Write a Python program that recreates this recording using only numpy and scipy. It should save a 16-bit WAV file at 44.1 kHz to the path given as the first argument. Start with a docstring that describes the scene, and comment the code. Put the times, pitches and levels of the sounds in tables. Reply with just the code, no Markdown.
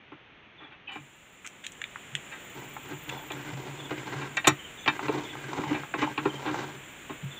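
"""The sliding bar of a steel bench vise, spun by hand, ticks in its hole and once clacks onto its end nut.
The dry screw grinds by stick-slip friction and knocks in its slack. Each contact is a brief chatter
of impacts that excites the damped modes of bar, jaws and the wooden table the vise is bolted to.
Behind it, outdoors, birds chirp in gliding tones and insects trill and drone over a soft hiss."""
import sys
import numpy as np
from scipy import signal
from scipy.fft import rfft, irfft
from scipy.io import wavfile
from scipy.ndimage import uniform_filter1d

SR = 44100
rng = np.random.default_rng(int(sys.argv[2]) if len(sys.argv) > 2 else 0)


def int16_out(signal):
    """Quantize to a 16-bit WAV file."""
    q = np.round(np.clip(np.atleast_2d(signal).T, -1, 1) * 32767)
    wavfile.write(sys.argv[1], SR, q.astype(np.int16))


N = 325899
TIME = np.arange(N) / SR
CONTACT_TIME = np.arange(int(.35 * SR)) / SR  # spans one contact and its decay

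# normal modes of table, jaws and bar: (frequency [Hz], relative level [dB])
TABLE_MODES = [(139, -6.5), (305, 4.5), (369, -3.5)]
JAW_MODES = [(824, 4.2), (874, 9.5), (965, 3.5), (1060, 8.3), (1222, 0.89), (1338, 3.9)]
BAR_MODES = [(1600, -2), (1830, -1), (1915, 0), (2362, 5.5), (2630, 0.5), (3683, -4)]
# envelope of the dense, short-lived resonances between them: (frequency [Hz], spectral level [dB])
STEEL_SPECTRUM = [(110, -12), (330, 0.5), (640, -11), (900, -8), (1700, -5.5), (2400, -2), (3000, -12),
                  (3700, -7.5), (4700, -18), (7200, -14.5), (10500, -58)]
# knocks and scuffs of bar and screw: (time [s], chatter time [s], level [dB], hardness [dB])
KNOCKS = [(0.1194, 0.00048, -45.5, -4), (0.595, 0.036, -44.5, 2), (0.708, 0.016, -52.5, 11.5),
          (0.878, 0.038, -41.5, 9.5), (0.956, 0.004, -39, 1), (2.308, 0.026, -43.5, 11.5),
          (3.302, 0.0042, -35.5, 2.5), (2.906, 0.018, -41, -5), (3.908, 0.0042, -33, -5),
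          (4.209, 0.0095, -37, 3.5), (4.3696, 0.0051, -31.5, 14), (4.443, 0.0086, -32, 10.5),
          (4.4703, 0.0045, -15, 2.5), (4.859, 0.0045, -31.5, 4.5), (4.877, 0.0019, -20.5, 6.5),
          (5.082, 0.0026, -28.5, -1), (5.135, 0.035, -33, -7), (5.582, 0.0053, -35.5, -9.5),
          (5.705, 0.0074, -32.5, -11.5), (5.742, 0.0075, -32, 4), (5.937, 0.009, -31.5, -1),
          (6.019, 0.0082, -25, -1.5), (6.176, 0.0032, -27, 2), (6.2532, 0.0049, -25.5, -6.5),
          (6.455, 0.015, -28.5, -2.5), (6.484, 0.0054, -34.5, 0), (7.093, 0.0082, -36.5, -2.5)]
def knocks(table_share_db=.5, bar_share_db=-4, table_lag_s=.002):
    """Impact excitation: hard contacts favour the bar's modes, soft ones the heavy table's."""
    out = np.zeros(N)
    for start, length, db, hard_db in KNOCKS:
        force = chatter(length)
        dense = colour(diffuse(force, t60=.12, tail_db=17), STEEL_SPECTRUM)
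        table = ring(force, TABLE_MODES, t60=.16) + amp(-7) * unit(band(dense, 130, 600))
        jaws = blend(ring(force, JAW_MODES, t60=.1), band(dense, 540, 1500), dense_db=-3.5)
        bar = blend(ring(force, BAR_MODES, t60=.095), band(dense, 1500, 9000), dense_db=-3 - hard_db / 3)
        steel = burst(jaws, db) + burst(bar, db + bar_share_db + hard_db)
        add(out, start, band(steel, 400, 3700))  # heavy parts meet too softly for much treble
        add(out, start + table_lag_s, burst(band(table, 67, 600), db + table_share_db - hard_db))
    return out


# high modes of bar and end nut: (frequency [Hz], relative level [dB])
HIGH_MODES = [(3683, 9.5), (3851, 7), (4240, -6), (5652, 7), (6438, -9), (6973, 4), (7603, -3), (8100, -4)]
# bright edge of a steel contact: (frequency [Hz], spectral level [dB])
EDGE_SPECTRUM = [(4500, -21), (6000, -2.5), (7100, 10), (9000, -8.5), (11500, -23), (14500, 4)]
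# hard strikes of the bar: (time [s], chatter time [s], level [dB], tilt [dB/octave], edge cut-off [Hz])
STRIKES = [(4.3675, 0.0036, -36, -1, 7500), (4.4697, 0.0085, -16.5, -5, 13700),
           (4.877, 0.0058, -34, -13, 4000)]
def strikes():
    """Contact damping: the high modes are choked while the steel touches, leaving a faint free ring."""
    out = np.zeros(N)
    for start, length, db, tilt_db, top_hz in STRIKES:
        force = chatter(length)
        modes = tilted(HIGH_MODES, tilt_db)
        free = ring(force, [(hz, mode_db / 2) for hz, mode_db in modes], t60=.13)
        choked = ring(force, modes, t60=.045)
        edge = band(colour(force, tilted(EDGE_SPECTRUM, tilt_db)), 1000, top_hz)
        clack = blend(choked + amp(-11) * free, edge, dense_db=0)
        add(out, start, burst(band(clack, 1000, 1.15 * top_hz), db))
    return out


# ticks of the held bar: (time [s], chatter time [s], frequency [Hz], body level [dB], edge level [dB])
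TICKS = [(1.444, 0.0094, 2020, -40.5, -54), (1.463, 0.0028, 2400, -44, -44.5),
         (1.474, 0.00028, 2560, -45, -45), (1.639, 0.0088, 2380, -39, -50),
         (1.665, 0.0012, 2920, -36.5, -41), (1.719, 0.0028, 2780, -59, -49.5),
         (1.8155, 0.0019, 2360, -34, -45.5), (1.8395, 0.0011, 2560, -33, -56),
         (1.9582, 0.00089, 1450, -37, -73), (2.1515, 0.001, 2560, -27.5, -39),
         (3.091, 0.0051, 2500, -33, -44), (3.318, 0.0022, 2720, -38, -47)]
def ticks():
    """Damping broadens a resonance: under the fingers the bar only snaps, with a short ping of the nut."""
    out = np.zeros(N)
    for start, length, hz, body_db, edge_db in TICKS:
        force = diffuse(chatter(length), t60=.1, tail_db=-7)
        snap = unit(resonance(force, hz, width_hz=2120))
        ping = unit(resonance(force, hz=3330, width_hz=600))
        body = band(snap + amp(-10.5) * ping, .55 * hz, 1.5 * hz)
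        edge = band(colour(force, EDGE_SPECTRUM), 1000, 11000)
        add(out, start, burst(body, body_db) + burst(edge, edge_db))
    return out


def screw(slips_per_s=1000, catches_per_s=30, catch_db=9):
    """Stick-slip friction: dry threads slip in uneven spurts that rasp in the steel and shake the table."""
    drive, rasp_hz = effort()
    slips = impulses(N, slips_per_s, spread_db=3)
    catches = (rng.random(N) < catches_per_s / SR) * amp(catch_db)  # a burr catches harder
    force = (slips + catches) * amp(2.6 * drift(55))
    grit = diffuse(force, t60=.035, tail_db=5)
    dense = colour(grit, STEEL_SPECTRUM)
    thread = resonance(grit, rasp_hz * np.exp(.16 * drift(30)), width_hz=1440)
    modes = ring(force, JAW_MODES + BAR_MODES, t60=.04)
    rasp = unit(band(dense, 450, 8000)) + band(amp(1.5) * unit(thread) + amp(-8) * modes, 400, 3400)
    rumble = band(ring(force, TABLE_MODES, t60=.096) + amp(-5.5) * unit(dense), 54, 730)
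    sway = ring(rumble, TABLE_MODES[:1], t60=.13)
    grind = steady(rasp) + amp(-2.5) * steady(rumble)
    return grind * drive + amp(-25.5) * steady(sway) * drive ** .47  # sway grows slower than effort


# pushes of the hand on the screw: (time [s], duration [s], level [dB], rasp frequency [Hz])
PUSHES = [(2.538, 0.067, -46.5, 1000), (2.835, 0.041, -46.5, 1670), (3.07, 0.071, -42.5, 980),
          (3.317, 0.056, -41, 1500), (3.421, 0.031, -39.5, 1990), (3.486, 0.48, -47, 720),
          (3.875, 0.096, -40, 1720), (4.045, 0.2, -39.5, 1220), (4.905, 0.25, -41.5, 1350),
          (5.065, 0.13, -37, 706), (5.23, 0.28, -46.5, 1820), (5.49, 0.14, -41, 1010),
          (5.619, 0.17, -42.5, 2380), (5.971, 0.085, -37, 2190), (6.21, 0.31, -42.5, 1090),
          (6.443, 0.19, -38.5, 1360)]
def effort(attack_s=.03, release_s=.07):
    """Driving envelope: pushes rise, hold and decay; the strongest sets the rasp's amplitude and pitch."""
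    envelopes = []
    for start, length, db, _ in PUSHES:
        rise = np.clip((TIME - start) / attack_s, 0, 1)
        decay = np.exp(-np.maximum(TIME - start - length, 0) / release_s)
        envelopes.append(amp(db) * rise * decay)
    rasp_hz = np.array([hz for *_, hz in PUSHES])
    return np.max(envelopes, axis=0), rasp_hz[np.argmax(envelopes, axis=0)]


# scrapes and groans of dry steel: (time [s], chatter time [s], starting frequency [Hz], level [dB])
SCRAPES = [(.872, 0.012, 2580, -37), (.868, 0.043, 2980, -36.5), (3.148, 0.051, 887, -39.5),
           (5.089, 0.0096, 440, -23.5), (5.632, 0.072, 880, -31), (6.026, 0.0093, 1050, -31),
           (6.06, 0.021, 900, -28.5)]
def scrapes(sag_octaves_per_s=.37, wobble=.0069):
    """Friction-driven resonance: slips feed one mode, which wavers and sags as the contact slides."""
    out = np.zeros(N)
    for start, length, hz, db in SCRAPES:
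        sag = 2 ** (-sag_octaves_per_s * CONTACT_TIME)
        waver = 1 + wobble * drift(80)[:len(CONTACT_TIME)]
        add(out, start, burst(resonance(chatter(length), hz * sag * waver, width_hz=186), db))
    return out


# light taps of the loose jaw in its guide: (time [s], level [dB])
JAW_TAPS = [(2.764, -36), (4.992, -30.5), (5.352, -38.5), (5.581, -36), (5.636, -34.5), (5.834, -36.5),
            (5.939, -28.5), (6.542, -35)]
def jaw_taps():
    """Free vibration: the softly struck jaw rings in its own modes, with a little rattle around it."""
    out = np.zeros(N)
    for start, db in JAW_TAPS:
        force = chatter(length_s=.002)
        rattle = colour(diffuse(force, t60=.046, tail_db=3), STEEL_SPECTRUM)
        tap = ring(force, JAW_MODES, t60=.1) + amp(-3) * unit(rattle)
        add(out, start, burst(band(tap, 540, 2600), db))
    return out


# soft pushes that rock the table top: (time [s], level [dB])
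THUDS = [(0.972, -43), (2.112, -38), (2.913, -37.5), (3.111, -37), (3.507, -34), (4.133, -30),
         (4.479, -31.5), (5.66, -32), (7.218, -27.5)]
def thuds():
    """Low-frequency excitation: a soft push moves only the fundamental mode of the table."""
    out = np.zeros(N)
    for start, db in THUDS:
        fundamental = ring(chatter(length_s=.018), TABLE_MODES[:1], t60=.2)
        add(out, start, burst(band(fundamental, 80, 217), db))
    return out


# double chirps of a small bird: (time [s], centre frequency [Hz], level [dB])
CHIRPS = [(.575, 3430, -49), (3.11, 3430, -46), (3.785, 3410, -43.5), (4.583, 3000, -42.5),
          (4.77, 3510, -45), (5.235, 3470, -43), (6.285, 3090, -43.5), (7.305, 3467, -44.5)]
def bird(note_s=.04, spacing_s=.054, fall=.15, flutter=.015):
    """Frequency modulation: each call is two falling, fluttering notes, scattered by the trees."""
    out = np.zeros(N)
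    progress = np.arange(int(note_s * SR)) / (note_s * SR)
    for call, hz, db in CHIRPS:
        for start in (call, call + spacing_s):
            pitch = hz * (1 + fall * (.5 - progress) + flutter * drift(500)[:len(progress)])
            add(out, start, amp(db) * note(pitch, progress))
    return diffuse(out, t60=.3, tail_db=-4)


def whistle(start_s=4.775, length_s=.075, from_hz=6080, to_hz=6330, db=-56):
    """Pure-tone glide: a second bird gives one thin rising note."""
    out = np.zeros(N)
    progress = np.arange(int(length_s * SR)) / (length_s * SR)
    pitch = from_hz + (to_hz - from_hz) * np.sin(np.pi * progress / 2)
    add(out, start_s, amp(db) * note(pitch, progress))
    return out


# course of a high insect trill: (time [s], centre frequency [Hz], level [dB])
TRILL = [(2.2, 15500, -85), (2.45, 15000, -63), (3.2, 14540, -58), (4.1, 14000, -82)]
# insect drone: (frequency [Hz], bandwidth [Hz], final level [dB])
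DRONES = [(7160, 570, -59.5)]
def insects(pulses_per_s=20.6, sweep_hz=2000):
    """Modulated narrow-band noise: one insect trills in falling pulses while others drone."""
    times, hz, db = np.transpose(TRILL)
    cycle = TIME * pulses_per_s % 1
    pitch = np.interp(TIME, times, hz) + sweep_hz * (.5 - cycle)
    pulses = resonance(rng.standard_normal(N), pitch, width_hz=800) * np.sin(np.pi * cycle) ** 2
    trill = steady(diffuse(pulses, t60=.2, tail_db=-2))
    trill *= amp(np.interp(TIME, times, db, left=-100) + 2 * drift(25))
    drone = np.zeros(N)
    for drone_hz, width_hz, drone_db in DRONES:
        buzz = steady(resonance(rng.standard_normal(N), drone_hz, width_hz))
        drone += buzz * amp(drone_db + drift(25))
    return trill + drone * amp(contour(HISS_LEVEL) - HISS_LEVEL[-1][1])  # the drone follows the hiss


# outdoor hiss: (frequency [Hz], spectral level [dB])
HISS_SPECTRUM = [(30, -8), (130, -0.5), (320, -1.5), (620, -6), (1100, -6), (2350, -2.5), (3400, -7),
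                 (4900, -31), (7200, -15), (9400, -24), (11500, -33.5), (15500, -35)]
# course of the hiss and of the thin treble sizzle: (time [s], level [dB])
HISS_LEVEL = [(0, -54.5), (1.3, -54.5), (2.3, -46.5), (7.0, -47)]
SIZZLE_LEVEL = [(1, -76), (2.8, -65)]
def air():
    """Broadband noise: a soft hiss swells, with a thin, flickering sizzle at the very top of the treble."""
    hiss = steady(colour(rng.standard_normal(N), HISS_SPECTRUM))
    hiss *= amp(contour(HISS_LEVEL) + .27 * drift(9))
    sizzle = steady(band(rng.standard_normal(N), 13900, 16000)) * amp(1.5 * drift(60))
    return hiss + sizzle * amp(contour(SIZZLE_LEVEL))


def chatter(length_s):
    """Contact force: loose steel meets steel in a swarm of tiny impacts that swells and dies."""
    age = CONTACT_TIME / max(length_s, 1 / SR)
    impacts_per_s = 2600 * (1 + .003 / length_s)  # short contacts are denser
    swell = age ** .7 * np.exp(-age ** 1.25)
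    return unit(impulses(len(age), impacts_per_s, spread_db=2.5) * swell)


def impulses(samples, per_s, spread_db):
    """Poisson process: independent impulses of random sign and strength."""
    hits = (rng.random(samples) < per_s / SR) * rng.choice([-1, 1], samples)
    return hits * amp(spread_db * np.clip(rng.standard_normal(samples), -2, 2))


def ring(force, modes, t60):
    """Modal superposition: damped modes whose shares vary a little with the place of contact."""
    out = 0
    for hz, db in modes:
        pole = np.exp(2j * np.pi * hz / SR) * fade(1 / SR, t60)
        mode = signal.lfilter([1, 0, -1], [1, -2 * pole.real, abs(pole) ** 2], force)
        out = out + unit(mode) * amp(db + 2 * rng.standard_normal())
    return unit(out)


def resonance(force, hz, width_hz):
    """Heterodyning: two low-pass poles in a rotating frame give a resonance whose centre can move."""
    carrier = np.exp(2j * np.pi * np.cumsum(hz * np.ones(len(force))) / SR)
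    pole = np.exp(-np.pi * width_hz / SR)
    return (carrier * signal.lfilter([1], [1, -2 * pole, pole ** 2], force / carrier)).real


def diffuse(x, t60, tail_db):
    """Diffuse response: overlapping resonances add a tail of decaying noise to the direct sound."""
    response = unit(rng.standard_normal(len(CONTACT_TIME)) * fade(CONTACT_TIME, t60)) * amp(tail_db)
    response[0] += 1
    return signal.fftconvolve(x, response)[:len(x)]


def colour(x, points, size=4096):
    """Minimum-phase filter through (frequency [Hz], level [dB]) points, falling away beyond them."""
    hz, db = np.transpose(sorted(points))
    octave = np.log2(np.maximum(np.fft.rfftfreq(size, 1 / SR), 1))
    known = np.log2(hz)
    octaves_outside = np.abs(octave - np.clip(octave, known[0], known[-1]))
    gain_db = np.interp(octave, known, db) - np.minimum(40 * octaves_outside, 70)
    cepstrum = irfft(np.log(amp(gain_db)))
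    cepstrum[1:size // 2] *= 2  # folding the cepstrum makes the filter causal
    cepstrum[size // 2 + 1:] = 0
    return signal.fftconvolve(x, irfft(np.exp(rfft(cepstrum))))[:len(x)]


def tilted(points, db_per_octave, pivot_hz=5650):
    """Spectral tilt about a pivot frequency."""
    return [(hz, db + db_per_octave * np.log2(hz / pivot_hz)) for hz, db in points]


def blend(modes, dense, dense_db):
    """Superposition of clear modes and dense resonances at a set energy ratio."""
    return unit(modes) + amp(dense_db) * unit(dense)


def note(hz, progress):
    """Phase integrates frequency: a gliding tone under a half-sine envelope."""
    return np.sin(np.pi * progress) * np.sin(2 * np.pi * np.cumsum(hz) / SR)


def drift(rate_hz):
    """Smoothed random fluctuation with a spread near one."""
    hold = int(SR / rate_hz)
    steps = np.repeat(rng.standard_normal(N // hold + 1), hold)
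    return uniform_filter1d(steps, hold)[:N] * np.sqrt(3 / 2)


def band(x, lo, hi):
    return signal.sosfilt(signal.butter(4, [lo, min(hi, .48 * SR)], "band", fs=SR, output="sos"), x)


def contour(points):
    return np.interp(TIME, *np.transpose(points))


def fade(t, t60):
    """Exponential decay by 60 dB in t60 seconds."""
    return np.exp(-np.log(1000) * t / t60)


def amp(db):
    return 10 ** (np.asarray(db) / 20)


def unit(x):
    """Normalise to unit energy."""
    return x / np.sqrt(np.sum(x ** 2) + 1e-18)


def steady(x):
    """Normalise to unit rms."""
    return x / np.std(x)


def burst(x, db):
    """Equal energy: scale to that of a hundredth of a second at this level."""
    return unit(x) * amp(db) * np.sqrt(SR / 100)


def add(out, start_s, x):
    i = max(int(start_s * SR), 0)
    out[i:i + len(x)] += x[:max(N - i, 0)]


def scene():
    """Linear superposition of vise and background in one channel."""
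    vise = knocks() + jaw_taps() + strikes() + thuds() + ticks() + scrapes() + screw()
    return (vise + bird() + whistle() + insects() + air())[None]


def record(dry):
    """Band limiting: the sound starts dull, then the treble opens up to a high cut-off."""
    dull_hz, top_hz, opens_at_s = 6400, 15500, .915
    dull = signal.sosfilt(signal.ellip(8, .2, 70, dull_hz, fs=SR, output="sos"), dry)
    dull = signal.sosfilt(signal.butter(3, 4300, fs=SR, output="sos"), dull)
    opened = dull + (dry - dull) * np.clip((TIME - opens_at_s) / .005, 0, 1)
    return signal.sosfilt(signal.ellip(10, .2, 70, top_hz, fs=SR, output="sos"), opened)


dry = scene()
out = record(dry)
int16_out(out)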